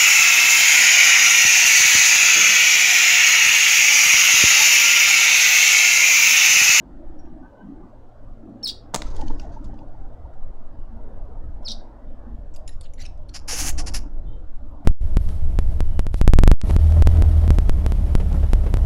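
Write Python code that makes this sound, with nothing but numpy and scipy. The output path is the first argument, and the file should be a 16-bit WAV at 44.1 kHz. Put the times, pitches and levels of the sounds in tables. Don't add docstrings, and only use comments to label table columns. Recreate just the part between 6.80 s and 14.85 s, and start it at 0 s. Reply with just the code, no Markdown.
import sys
import numpy as np
from scipy import signal
from scipy.fft import rfft, irfft, next_fast_len
from scipy.io import wavfile
from scipy.ndimage import uniform_filter1d, map_coordinates

SR = 44100
rng = np.random.default_rng(int(sys.argv[2]) if len(sys.argv) > 2 else 0)


def generate_wav(signal):
    frames = np.transpose(np.atleast_2d(signal))
    scaled = np.clip(frames, -1, 1) * 32767
    pcm = np.round(scaled).astype(np.int16)
    wavfile.write(sys.argv[1], SR, pcm)


def elevation(decibels):
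    levels = np.asarray(decibels, float)
    return 10 ** (levels / 20)


N = 355005
TIME = np.arange(N) / SR

# time_s, peak_db, thud_db, treble_db and rustle_db (both against the peak)
CLAPS = [(2.1384, -41.5, -23, -3, -31), (2.1438, -10.5, -15.5, -4, -27.5), (2.1484, -13.5, -20.5, -3, -37),
         (2.1594, -20, -22, 0.5, -37.5), (2.1624, -36, -32.5, -10, -28.5), (2.2194, -19.5, -27.5, -17, -27),
         (2.1924, -49, -55, -6, -21), (2.2444, -60, -49, -27, -9), (2.355, -52, -50, -9, -5),
         (2.365, -40, -55, -1.5, -16), (2.4099, -41.5, -41, -30, -6), (2.4813, -43, -56, -33, -22),
         (2.5094, -48, -37, -19, -24), (2.5453, -62, -54, -24, -25.5), (2.597, -47, -37, -22, -10),
         (2.7194, -73, -54, -17, -9), (2.8434, -52, -49, -5, -5), (2.9407, -58, -54, -17, -16),
         (2.975, -64, -56, -4.5, -12), (3.537, -60, -52, -10, -14.5)]
# pitch_hz, level_db
FEATHERS = [(900, -31.5), (1600, -0.5), (2600, 1.5), (4200, 5.5), (6500, 5), (8000, -7), (11000, -21)]
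# pitch_hz, level_db
QUILLS = [(5500, -32.5), (7200, 3), (10000, -6), (13000, -16.5), (15800, -14.5)]
# time_s, peak_db, pitch_hz
WHISTLES = [(2.398, -34, 860), (2.414, -36, 840), (2.632, -40, 800), (2.642, -43, 770), (2.422, -29.5, 827),
            (2.502, -32, 882), (2.65, -35, 655), (2.769, -35, 890), (2.894, -42.5, 795), (3.016, -43, 890),
            (3.148, -45.5, 860), (3.249, -47, 795), (3.456, -43.5, 906), (2.2657, -45, 1310),
            (2.2844, -54, 1120)]
# time_s, peak_db
DOWNWASH = [
    (2.262, -17),
    (2.394, -16),
    (2.509, -13),
    (2.613, -23),
]
# start_s, top_pitch_hz, whistle_db, buzz_db, stretch (length against the glide)
CHIRPS = [
    (1.829, 5535, -27.5, -26.5, 1.02),
    (4.845, 5437, -32.5, -30.5, .9),
]
# after_start_s, share_of_top_pitch
GLIDE = [(0, .94), (.006, 1.0), (.015, 0.94), (.025, .815), (.033, .76), (0.042, .67), (.046, .46),
         (.077, .395), (.084, .385)]
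# after_start_s, level_db
LEVEL_WAVER = [
    [(.006, 1), (.018, 3), (.024, -7.5), (.0315, 6), (.036, -8), (.039, 0), (.044, -4), (.047, 3)],
    [(.009, -8), (.018, 2), (.0198, -6), (.026, 2), (.0305, -4), (.0345, -2), (.0365, 6), (.039, 2),
     (.043, 1)],
]
# whistle_db, buzz_db
OVERTONE_FALL_DB = [(16, 12), (23, 15)]
# pitch_hz, level_db
BEAK = [(1800, -33), (2400, -18.5), (3000, -13.5), (3700, -2.5), (4400, -1), (5600, -1.5), (6600, -7),
        (7800, -7), (10000, -10), (11600, -27.5), (13000, -23.5), (15300, -3.5)]
# delay_s, level_db
BRANCHES = [(.0021, -12.5), (.009, -14), (0.016, -14.5)]
# start_s, held_s, first_db, last_db, mouth_hz
RASPS = [
    (6.537, 0.017, -35.5, -35.5, 5180),
    (6.675, 0.21, -29.5, -28.5, 5670),
    (6.976, 0.021, -30, -37, 5530),
    (7.060, .013, -32, -34, 5240),
    (7.136, 0.024, -26, -35, 5340),
]
# pitch_hz, level_db, dies_by_60_db_s
THROAT = [(773, -21, 0.017), (1536, -18, 0.0067), (2080, -5, 0.002), (2810, -13.5, 0.0069),
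          (4650, -11, 0.00366), (6920, -5, 0.0031)]
# upper_ring_hz, upper_db, top_ring_hz, top_db
TREBLE = [(9370, -11, 15000, -21.5), (9940, -5, 13300, -16.5), (9500, -6.5, 12500, -20),
          (9600, -6.5, 9800, -20), (10300, -3.5, 11500, -13)]
DEPTHS = [(.25, 0.93, 0.59), (0.17, .3, 0.84), (.35, .1, 0.3), (.3, 0.205, .3), (.15, 0.2, .6)]
# from_hz, to_hz
VALLEYS = [(3450, 4150), (7900, 8600)]
# pitch_hz, level_db
WIDE_RINGS = [(11300, -9), (14870, -18), (8400, -5.5)]
# time_s, level_db
STRAYS = [(6.534, -60.5), (6.572, -46), (6.578, -51), (6.584, -45), (6.592, -45), (6.599, -48),
          (6.928, -47), (7.057, -58), (7.12, -51), (7.126, -48.5), (7.176, -38), (7.184, -44), (7.191, -42)]
# start_s, peak_db, strongest_ring_hz, length_s, swell (0-1)
CLAWS = [(0.453, -55, 2000, .016, 0.4), (4.829, -52.5, 5280, .016, 0), (5.912, -46.5, 1800, 0.034, 0.93),
         (6.028, -43.5, 4330, 0.024, 0.99), (6.047, -41, 2970, 0.027, 0.91),
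         (6.175, -37, 2030, 0.047, 0.94), (6.195, -31.5, 5700, 0.027, 0.9), (6.211, -31.5, 4500, .02, 0.86),
         (6.225, -38, 3000, 0.031, 0.93), (6.248, -32, 2660, 0.014, 0.95), (6.253, -35, 5030, 0.016, .8),
         (6.256, -37.5, 2660, .012, 1)]
SPOTS = [(1750, 2400, 2800, 2700), (3500, 4000, 7500, 6200), (2800, 7100, 10400, 5200),
         (6860, 4600, 5100, 4400), (2870, 2400, 3540, 3900), (2900, 2070, 1650, 4300),
         (5870, 4000, 7110, 12600), (4900, 6100, 2740, 10400), (2680, 4300, 1400, 6700),
         (2860, 2600, 5600, 2580), (5280, 3870, 6340, 5100), (2620, 7900, 8600, 5320)]
# pitch_hz, level_db
BARK = [(1500, -0.5), (7000, 0.5), (8500, -5), (11000, -8.5), (13500, -19)]
# time_s, peak_db, then three columns of ring_hz
TAPS = [(2.481, -37, 3100, 4460, 6300), (2.597, -35, 2680, 5430, 4700), (2.843, -52, 8900, 6950, 4670),
        (2.989, -49, 2660, 4750, 3400), (5.739, -44.5, 7200, 5670, 7700), (5.747, -45, 7200, 5600, 6100),
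        (5.761, -40, 4920, 2750, 11000), (5.877, -29, 7130, 5300, 10040), (5.878, -41, 3740, 2700, 8900),
        (6.011, -42, 7620, 3600, 5110), (5.762, -43, 8700, 6500, 7600), (5.891, -35.5, 1760, 3860, 10500),
        (6.010, -38, 9000, 4470, 10500), (6.136, -40, 5900, 7000, 10500), (6.376, -58.5, 5000, 6000, 8100),
        (6.4867, -52, 5400, 9100, 4600), (6.492, -38, 4440, 5550, 4740)]
# time_s, peak_db, pitch_hz
KNOCKS = [(2.504, -28, 281), (6.729, -27.5, 487), (6.845, -30.5, 752), (7.0, -32.5, 705),
          (0.741, -43.5, 528), (2.932, -40.5, 557), (4.569, -41.5, 560), (4.828, -39, 620)]
# time_s, strength_db
WIND = [(0.0, -52), (0.25, -33.5), (0.55, -35.5), (0.75, -46.5), (1.3, -43), (1.85, -47), (2.12, -34.5),
        (2.3, -23.5), (2.9, -29), (3.35, -33.5), (4.3, -32), (4.65, -26.5), (5.1, -35), (5.8, -32),
        (6.45, -29.5), (6.95, -21), (7.5, -26), (8.05, -36.5)]
# pitch_hz, level_db
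PUSH = [(3, -40), (6, 12), (19, 7.5), (30, -5), (45, -26.5), (80, -72.5)]
# pitch_hz, level_db
FLUTTER = [(22, -24.5), (36, 6.5), (70, -1.5), (110, -11.5), (170, -19), (300, -66)]
# time_s, push_rise_db, flutter_rise_db
GUSTS = [(0.02, -23, 14.5), (1.0, 10, 4), (1.5, 13.5, 9.5), (3.15, 5, -6), (3.599, 7, -0.5), (3.82, 7, -3),
         (4.05, 11, 3), (5.3, 5, -1), (5.55, -1, 3.5), (5.93, 7.5, 1.5), (6.6, -4.5, -6), (7.2, 1, 0),
         (7.33, 5, -5.5), (7.7, 6, -6.5)]
# time_s, roar_db
ROAD = [(0.0, -53), (0.33, -55.5), (0.55, -54), (1.05, -53.5), (1.3, -56.5), (2.1, -53.5), (2.35, -44.5),
        (2.65, -49), (3.0, -53.5), (3.9, -55), (4.3, -52), (5.5, -53), (6.1, -58.5), (6.7, -55.5),
        (7.05, -47), (7.35, -55), (8.05, -56.5)]
# pitch_hz, level_db
DRONE = [(110, -24.5), (150, 0.5), (195, 1), (228, 1.5), (262, 6), (305, 8), (370, -2.5), (450, -50)]
# pitch_hz, level_db
ROAR = [(210, 3), (350, -5), (425, -2.5), (502, -3), (555, 1), (714, -2.5), (896, -7), (1230, -14),
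        (1480, -16.5), (2070, -28.5), (2600, -44.5), (3380, -61), (5720, -120)]
# time_s, rise_db
LORRIES = [(0.05, 12.5), (.47, 11.5), (0.92, 13.5), (1.68, 11.5), (2.55, 8), (2.98, 10), (4.12, 1.5),
           (6.76, 12), (7.42, 9.5), (7.95, 6)]
# time_s, level_db
ENGINE = [(0, -67), (1, -56.5), (1.5, -50), (2, -52), (3.1, -47.5), (3.5, -56.5), (8.05, -66)]
# time_s, rise_db
LOAD = [
    (1.72, 22),
]
# pitch_hz, level_db
HISS = [(1200, -26), (2000, -5), (3000, -2), (5000, -8), (8000, -14), (11000, -20.5), (15500, -20.5),
        (16200, -57.5)]
# start_s, length_s, first_hz, last_hz, level_db
FAR = [(4.103, 0.12, 232, 223, -45), (4.876, 0.057, 246, 224, -41), (5.212, 0.16, 250, 224, -49),
       (5.463, 0.14, 228, 242, -48), (2.838, 0.13, 220, 230, -47), (0.39, 0.024, 5640, 5600, -57),
       (.42, 0.1, 5600, 5600, -82), (0.625, 0.085, 1470, 1640, -56), (0.75, 0.12, 1480, 1590, -56),
       (.94, .04, 1480, 1440, -66), (.85, .06, 5750, 5900, -85), (1.815, .028, 2900, 2800, -68),
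       (0.76, 0.11, 3060, 2890, -77), (2.905, 0.055, 3100, 3050, -75), (2.545, .05, 5000, 4950, -73),
       (3.97, .13, 2900, 2850, -82), (3.296, 0.13, 3500, 3730, -82), (5.27, 0.094, 3650, 3550, -79),
       (5.295, 0.068, 3060, 3100, -78), (7.431, 0.035, 4100, 4120, -79), (7.45, 0.05, 3480, 3600, -71),
       (7.472, .025, 3150, 3050, -72), (7.497, 0.12, 3120, 3130, -71), (7.5, .11, 3680, 3680, -75)]
# time_s, peak_db
CRACKLE = [(0.6365, -75), (1.2905, -73), (1.4491, -70), (1.4965, -73), (1.5359, -73), (1.6561, -73),
           (1.696, -71), (3.5367, -73.5), (4.1713, -69), (4.295, -72), (4.3349, -69), (4.3943, -78),
           (4.4142, -78), (4.4551, -69), (4.495, -72.5), (4.5155, -79), (4.5345, -77.5), (4.5744, -75),
           (4.6542, -71), (4.6946, -74), (4.7739, -74), (4.8148, -77), (5.0742, -76), (5.3939, -75),
           (5.4937, -73), (5.5536, -70), (5.7137, -74.5), (7.4521, -78), (7.4711, -75.5), (7.5938, -74.5),
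           (7.6746, -74), (7.8617, -68), (7.914, -71), (7.954, -73)]
# pitch_hz, dies_by_60_db_s
GARDEN = [(200, 0.37), (2000, 0.31), (4300, 0.24), (6500, 0.25), (10000, 0.18), (13000, 0.15)]


def unit(x):
    return x / np.sqrt(np.mean(x ** 2) + 1e-20)


def along(points, hz):
    f, v = np.transpose(points)
    return np.interp(np.log(hz + 1), np.log(f + 1), v)


def curves(rows):
    s, *cols = np.transpose(rows)
    return [np.interp(TIME, s, c) for c in cols]


def during(rows):
    return (TIME > rows[0][0]) & (TIME < rows[-1][0])


def near(s, length):
    return slice(max(int(s * SR), 0), int((s + length) * SR) + 1)


def bumps(s, rise_db, half_s):
    steps = TIME[::100]
    bells = np.exp(-.5 * ((steps[:, None] - s) / half_s) ** 2)
    return np.interp(TIME, steps, bells @ rise_db)


def wobble(rate):
    steps = TIME[::8]
    knots = rng.standard_normal(int(N * rate / SR) + 4)
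    return np.interp(TIME, steps, map_coordinates(knots, [steps * rate]))


def below(x, top_hz, edge_hz):
    m = next_fast_len(N)
    gain = .5 - .5 * np.tanh((np.fft.rfftfreq(m, 1 / SR) - top_hz) / edge_hz)
    return irfft(rfft(x, m) * gain, m)[..., :N]


def rush(spectrum, patchy_db):
    z = signal.stft(rng.standard_normal(N), nperseg=1024)[2]
    field = uniform_filter1d(rng.standard_normal(z.shape), size=4, axis=0)
    field = uniform_filter1d(field, size=8, axis=1)
    x = signal.istft(z * elevation(patchy_db * unit(field)), nperseg=1024)[1][:N]
    m = next_fast_len(N + 8192)
    closed = [(spectrum[0][0] / 2, -120), *spectrum, (spectrum[-1][0] * 2, -120)]
    colour = elevation(along(closed, np.fft.rfftfreq(m, 1 / SR)))
    return unit(irfft(rfft(x, m) * colour, m)[:N])


def rings(s, hz, size, t60, rise):
    s, hz, size, t60 = (np.ravel(v)[:, None] for v in np.broadcast_arrays(s, hz, size, t60))
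    at = np.ceil(s * SR).astype(int) + np.arange(int(t60.max() * SR))
    t = at / SR - s
    wave = size * np.sin(2 * np.pi * hz * t) * elevation(-60 * t / t60) * (1 - np.exp(-t / rise))
    return np.bincount(at.ravel(), wave.ravel(), N + SR)[:N]


def wing_swish(slap, snap):
    from_s, lift_s = 2.12, .17
    stroke_s, stroke_at_s = .121, 2.385
    since = TIME - from_s - lift_s
    swish_db = -53.5 + np.where(since < 0, 35 * since, -33 * since)
    treble_db = -17 - 31.5 * np.abs(since)
    beat_db = 3.5 * np.cos(2 * np.pi * (TIME - stroke_at_s) / stroke_s)
    fade_in = np.clip((TIME - from_s) / 0.028, 0, 1) ** 2
    level = fade_in * elevation(beat_db + swish_db - 5.0 + 3 * wobble(70) + 3 * wobble(320))
    swish = level * (slap + elevation(treble_db) * snap)
    draw_s, draw_db, draw_db_per_s = 1.9, -46.5, 900.5
    draw = (TIME < draw_s) * elevation(draw_db + draw_db_per_s * np.minimum(TIME - draw_s, 0))
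    return swish + draw * (slap + .6 * snap)


def wing_claps(slap, snap):
    out = np.zeros(N)
    thud = rush([(60, -30), (150, 2), (450, -5), (1000, -3), (1500, -8), (3000, -40)], patchy_db=.5)
    rustle = elevation(3.5 * wobble(220)) * (rush(FEATHERS, patchy_db=5) + .2 * snap)
    for s, db, thud_db, bright_db, rustle_db in CLAPS:
        part = near(s, .25)
        t = np.maximum(TIME[part] - s, 0)
        burst = elevation(-5 - 60 * t / .013) * (1 - np.exp(-t / .0004))
        out[part] += elevation(db) * burst * (slap[part] + elevation(bright_db) * snap[part])
        out[part] += elevation(db + rustle_db - 60 * t / 0.072) * (1 - np.exp(-t / 0.0019)) * rustle[part]
        out[part] += elevation(thud_db + 1.5 - 60 * t / .022) * (1 - np.exp(-t / .0008)) * thud[part]
    s, db, _, bright_db, _ = np.transpose(CLAPS)[..., None]
    crack_db = db + [-11, -3, 3] + bright_db * [0, 0, 1]
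    return out + rings(s + .001, [1050, 3900, 6900], elevation(crack_db), .004, rise=.00006)


def wing_whistles():
    out = np.zeros(N)
    for s, db, hz in WHISTLES:
        part = near(s - .04, .08)
        t = TIME[part] - s - .004
        width = np.where(t < 0, .005, .003)
        out[part] += elevation(db) * np.exp(-.5 * (t / width) ** 2) * np.sin(2 * np.pi * hz * t)
    return out


def doves():
    slap, snap = rush(FEATHERS, patchy_db=2.5), rush(QUILLS, patchy_db=2.5)
    return wing_swish(slap, snap) + wing_claps(slap, snap) + wing_whistles()


def finch():
    out = np.zeros(N)
    plain, share = np.transpose(GLIDE)
    edge_db = -23.5
    sweeps_per_s, sweep_top, sweep_drop = 92, 1.06, .62
    second_voice_s, second_voice_db = .0048, -5.5
    for chirp, level_waver, (pure_db, harsh_db) in zip(CHIRPS, LEVEL_WAVER, OVERTONE_FALL_DB):
        s, top_hz, whistle_db, buzz_db, stretch = chirp
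        after = np.append(stretch * plain[:-2], plain[-2:])
        break_s = after[-3]
        part = near(s, after[-1])
        t = TIME[part] - s
        levels = [whistle_db + edge_db, whistle_db, buzz_db, buzz_db - 4.5, buzz_db + edge_db]
        db = np.interp(t, after[[0, 1, -3, -2, -1]], levels)
        db = db + np.interp(t, *np.transpose(level_waver))
        buzz = 0.96 * np.clip((t - break_s) / 0.0022 + 1, 0, 1)
        stroke = (sweeps_per_s * np.maximum(t - break_s + .0031, 0) + .07 * wobble(110)[part] + .02) % 1
        sweep = (sweep_top - sweep_drop * stroke) * (1 + .1 * wobble(900)[part])
        pitch_hz = top_hz * np.where(buzz > .2, sweep, np.interp(t, after, share))
        turn = 2 * np.pi * np.cumsum(pitch_hz) / SR
        fall_db = pure_db + (harsh_db - pure_db) * buzz + 4.5 * wobble(220)[part]
        tone = 0
        for k in range(1, 7):
            size = elevation(along(BEAK, k * pitch_hz) - fall_db * (k - 1)) * (k * pitch_hz < SR / 2)
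            tone = tone + size * np.sin(k * turn)
        soft = np.clip(t / 0.0046, 0, 1)
        gate = 1 - (t > break_s - .004) * np.cos(np.pi * stroke) ** 16
        voice = soft * elevation(db + 3 + (.8 + 2.2 * buzz) * wobble(300)[part]) * tone * gate
        out[part] += voice + elevation(second_voice_db) * np.roll(buzz * voice, round(second_voice_s * SR))
    out = out - 0.99 * (below(out, 13000, edge_hz=250) - below(out, 11700, edge_hz=290))
    return out + sum(elevation(db) * np.roll(out, round(delay * SR)) for delay, db in BRANCHES)


def rasp(s, held, first_db, last_db, mouth_hz):
    rise_s, fall_s, pulses_per_s = .010, .019, 420
    late_share, late_open = .7, .39
    first = np.array([first_db, pulses_per_s, mouth_hz])
    change = np.array([last_db - first_db, -130 * held, 4200 * held])
    end = s + rise_s + held
    return [(s, first_db - 15, pulses_per_s, mouth_hz),
            (s + rise_s, *first),
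            (s + rise_s + late_share * held, *(first + change * [late_share, late_share, late_open])),
            (end, *(first + change)),
            (end + fall_s, *(first + change + [-12.5, -120, -110]))]


def barbet():
    out, wide = np.zeros(N), np.zeros(N)
    flutter, uneven = wobble(70), wobble(45)
    stray_s, stray_db = np.transpose(STRAYS)[..., None]
    throat_hz, throat_db, throat_t60 = np.transpose([(5300, 3, .004), *THROAT, (10500, -14, .003)])
    stray_size = elevation(stray_db + 7.5 + throat_db) * (-1) ** np.arange(len(throat_hz))
    out += rings(stray_s, throat_hz, stray_size, throat_t60, rise=.00002)
    depth = np.full((3, N), .3)
    for row, (upper_hz, upper_db, top_hz, top_db), shares in zip(RASPS, TREBLE, DEPTHS):
        rows = rasp(*row)
        start, lasts = rows[0][0], rows[-1][0] - rows[0][0]
        depth[:, near(start - .005, 1)] = np.clip(shares, 0, 1)[:, None]
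        wide += during(rows) * np.clip((TIME - start - .055) / .035, 0, 1)
        db, rate, mouth_hz = curves(rows)
        throb = np.cos(2 * np.pi * 11.5 * (TIME - start - .042))
        db = db + 2.6 * lasts / .25 * throb + .6 * flutter
        rate = rate * (1 + .07 * uneven)
        at = np.flatnonzero(np.diff(np.floor(np.cumsum(rate * during(rows)) / SR)))
        chance = rng.standard_normal((len(at), 6))
        first = at / SR + .0001 * chance[:, 0]
        s = np.array([first, first + 0.001051 + 0.00022 * chance[:, 1]])
        twin_db = np.array([1.0 * chance[:, 2], -7 + 2.2 * chance[:, 3]])
        size = np.sign(rng.standard_normal(len(at)) - 1.1) * elevation(db[at] + 9.0 + twin_db)
        out += rings(s, mouth_hz[at] * (1 + .07 * chance[:, 4:].T), size, .0048, rise=.00002)
        opened = [(hz, ring_db + 30 * (wide[at] - 1), .0025) for hz, ring_db in WIDE_RINGS]
        bright = [(upper_hz, upper_db, .003), (top_hz, top_db, .003)]
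        for hz, ring_db, t60 in [*THROAT, *bright, *opened]:
            tissue_hz = hz * (1 + .035 * rng.standard_normal(s.shape))
            ring_size = size * elevation(ring_db) * rng.choice([-1, 1], s.shape)
            out += rings(s, tissue_hz, ring_size, t60, rise=.00002)
    out = out - below(out, 460, edge_hz=140)
    for (from_hz, to_hz), share in zip(VALLEYS, depth):
        band = below(out, to_hz, edge_hz=210) - below(out, from_hz, edge_hz=250)
        out = out - share * (1.2 + 0.21 * np.tanh(2 * wobble(30))) * band
    narrow = depth[2] * below(out, 14300, edge_hz=740) + (1 - depth[2]) * below(out, 11400, edge_hz=500)
    wide = uniform_filter1d(wide, size=1200)
    return wide * out + (1 - wide) * narrow


def claws():
    s, db, ring_hz, length, swell = np.transpose(CLAWS)[..., None]
    chance = rng.random((len(CLAWS), 5, 240))
    sudden, swelling = chance[:, 0] ** 2.6, (chance[:, 0] + chance[:, 4]) / 2
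    when = s + length * ((1 - swell) * sudden + swell * swelling)
    spread_hz = 1600 * 8.3 ** ((np.arange(5) + rng.random((len(CLAWS), 5))) / 5)
    pitches_hz = np.hstack([ring_hz, ring_hz, ring_hz, SPOTS, SPOTS, spread_hz])
    pick = (chance[:, 3] * pitches_hz.shape[1]).astype(int)
    loose = np.where(pick > 10, .2, .03)
    hz = np.take_along_axis(pitches_hz, pick, axis=1) * (1 + loose * (chance[:, 2] - .5))
    fade_db = 6.3 * (0.5 - swell) * chance[:, 0]
    size = elevation(db - 14.5 - 17.6 * chance[:, 1] - fade_db + along(BARK, hz))
    early = chance[:, 4] > .88
    when = when - early * .008 * chance[:, 1]
    return rings(when, hz, size * elevation(-18 * early), .011, rise=.0003)


def taps():
    tap_s = .0086
    s, db, *rings_hz = np.transpose(TAPS)
    chance = rng.random((len(TAPS), 3, 3, 8))
    late = chance[:, 0] ** 3.5
    hz = np.transpose(rings_hz)[..., None] * (.95 + .1 * chance[:, 1])
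    ring_db = np.array([0, -2, -5])[:, None]
    size = elevation(db[:, None, None] - 10 - 6.5 * late - 4.2 * chance[:, 2] + ring_db)
    crack_hz = 2000 * 7.5 ** rng.random((len(TAPS), 24))
    crack_at = s[:, None] + tap_s * rng.random(crack_hz.shape) ** 2
    crack_size = elevation(db[:, None] - 7.5 - 6 + along(BARK, crack_hz))
    crack = rings(crack_at, crack_hz, crack_size, 0.0032, rise=.0001)
    return rings(s[:, None, None] + tap_s * late, hz, size, .017, rise=0.0002) + crack


def perch():
    s, db, hz = np.transpose(KNOCKS)[..., None]
    return rings(s, hz * [1, 1.6], elevation(db + [0, -5]), 0.056, rise=.0015)


def wind():
    gust_s, puff_s, flutter_under_db = .054, .013, -8
    strength_db, = curves(WIND)
    s, push_db, flutter_db = np.transpose(GUSTS)
    slow = unit(elevation(0.75 * wobble(10.0)) * rush(PUSH, patchy_db=0.0))
    push = elevation(strength_db + bumps(s, push_db, gust_s)) * slow
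    for at, db in DOWNWASH:
        part = near(at - .15, .3)
        u = (TIME[part] - at) / puff_s
        push[part] += elevation(db) * (1 - u ** 2 / 2) * np.exp(-u ** 2 / 4)
    lumps = unit(elevation(1.8 * wobble(21)) * rush(FLUTTER, patchy_db=1.2))
    return push + elevation(strength_db + flutter_under_db + bumps(s, flutter_db, gust_s)) * lumps


def traffic():
    firing_hz, octave_db = 112.8, -15
    roar_db, = curves(ROAD)
    drone_db = roar_db - 3 + bumps(*np.transpose(LORRIES), half_s=.14)
    first_db, = curves(ENGINE)
    second_db = first_db + octave_db + bumps(*np.transpose(LOAD), half_s=.21)
    turn = 2 * np.pi * np.cumsum(firing_hz + 2.5 * wobble(9)) / SR
    engine = elevation(first_db + 1.5 * wobble(12)) * np.sin(turn)
    engine += elevation(second_db + 1.2 * wobble(13)) * np.sin(2 * turn)
    road = elevation(drone_db + 1.0) * rush(DRONE, patchy_db=4.5) + elevation(roar_db + 2.5) * rush(ROAR, patchy_db=3.5)
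    return road + engine + elevation(-77.5) * rush(HISS, patchy_db=1.8)


def far_birds():
    out, flicker = np.zeros(N), elevation(4 * wobble(60))
    waver, husk_hz = 1 + .011 * wobble(160), 9 * wobble(40)
    for s, length, first_hz, last_hz, db in FAR:
        part = near(s, length)
        u = np.clip((TIME[part] - s) / length, 0, 1)
        pitch_hz = (first_hz + (last_hz - first_hz) * u) * waver[part] + husk_hz[part]
        out[part] += elevation(db) * np.sin(np.pi * u ** 0.46) * np.sin(2 * np.pi * np.cumsum(pitch_hz) / SR)
    return out * flicker


def crackle():
    s, db = np.transpose(CRACKLE)[..., None]
    click_hz = 4000 * 3.8 ** rng.random((len(CRACKLE), 8))
    return rings(s, click_hz, elevation(db + 0.5), .002, rise=.00005)


def garden(x):
    hz, t, z = signal.stft(rng.standard_normal(SR // 2), SR, nperseg=256)
    fading = z * elevation(-60 * t / along(GARDEN, hz)[:, None])
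    tail = signal.istft(fading, SR, nperseg=256)[1]
    return signal.fftconvolve(np.pad(x, (200, 0)), tail / np.linalg.norm(tail))[:N]


def scene():
    bark = claws() + taps() + perch()
    sources = [(doves(), -15), (finch(), -12), (barbet(), -19), (bark, -13), (far_birds(), -6)]
    birds = sum(x + elevation(echo_db) * garden(x) for x, echo_db in sources)
    return (birds + wind() + traffic() + crackle())[None]


def top_cut(x):
    return signal.sosfilt(signal.butter(12, 16460, fs=SR, output="sos"), x)


def record(dry):
    mix = below(dry, 15900, edge_hz=120.6)
    return top_cut(mix)


dry = scene()
out = record(dry)
generate_wav(out)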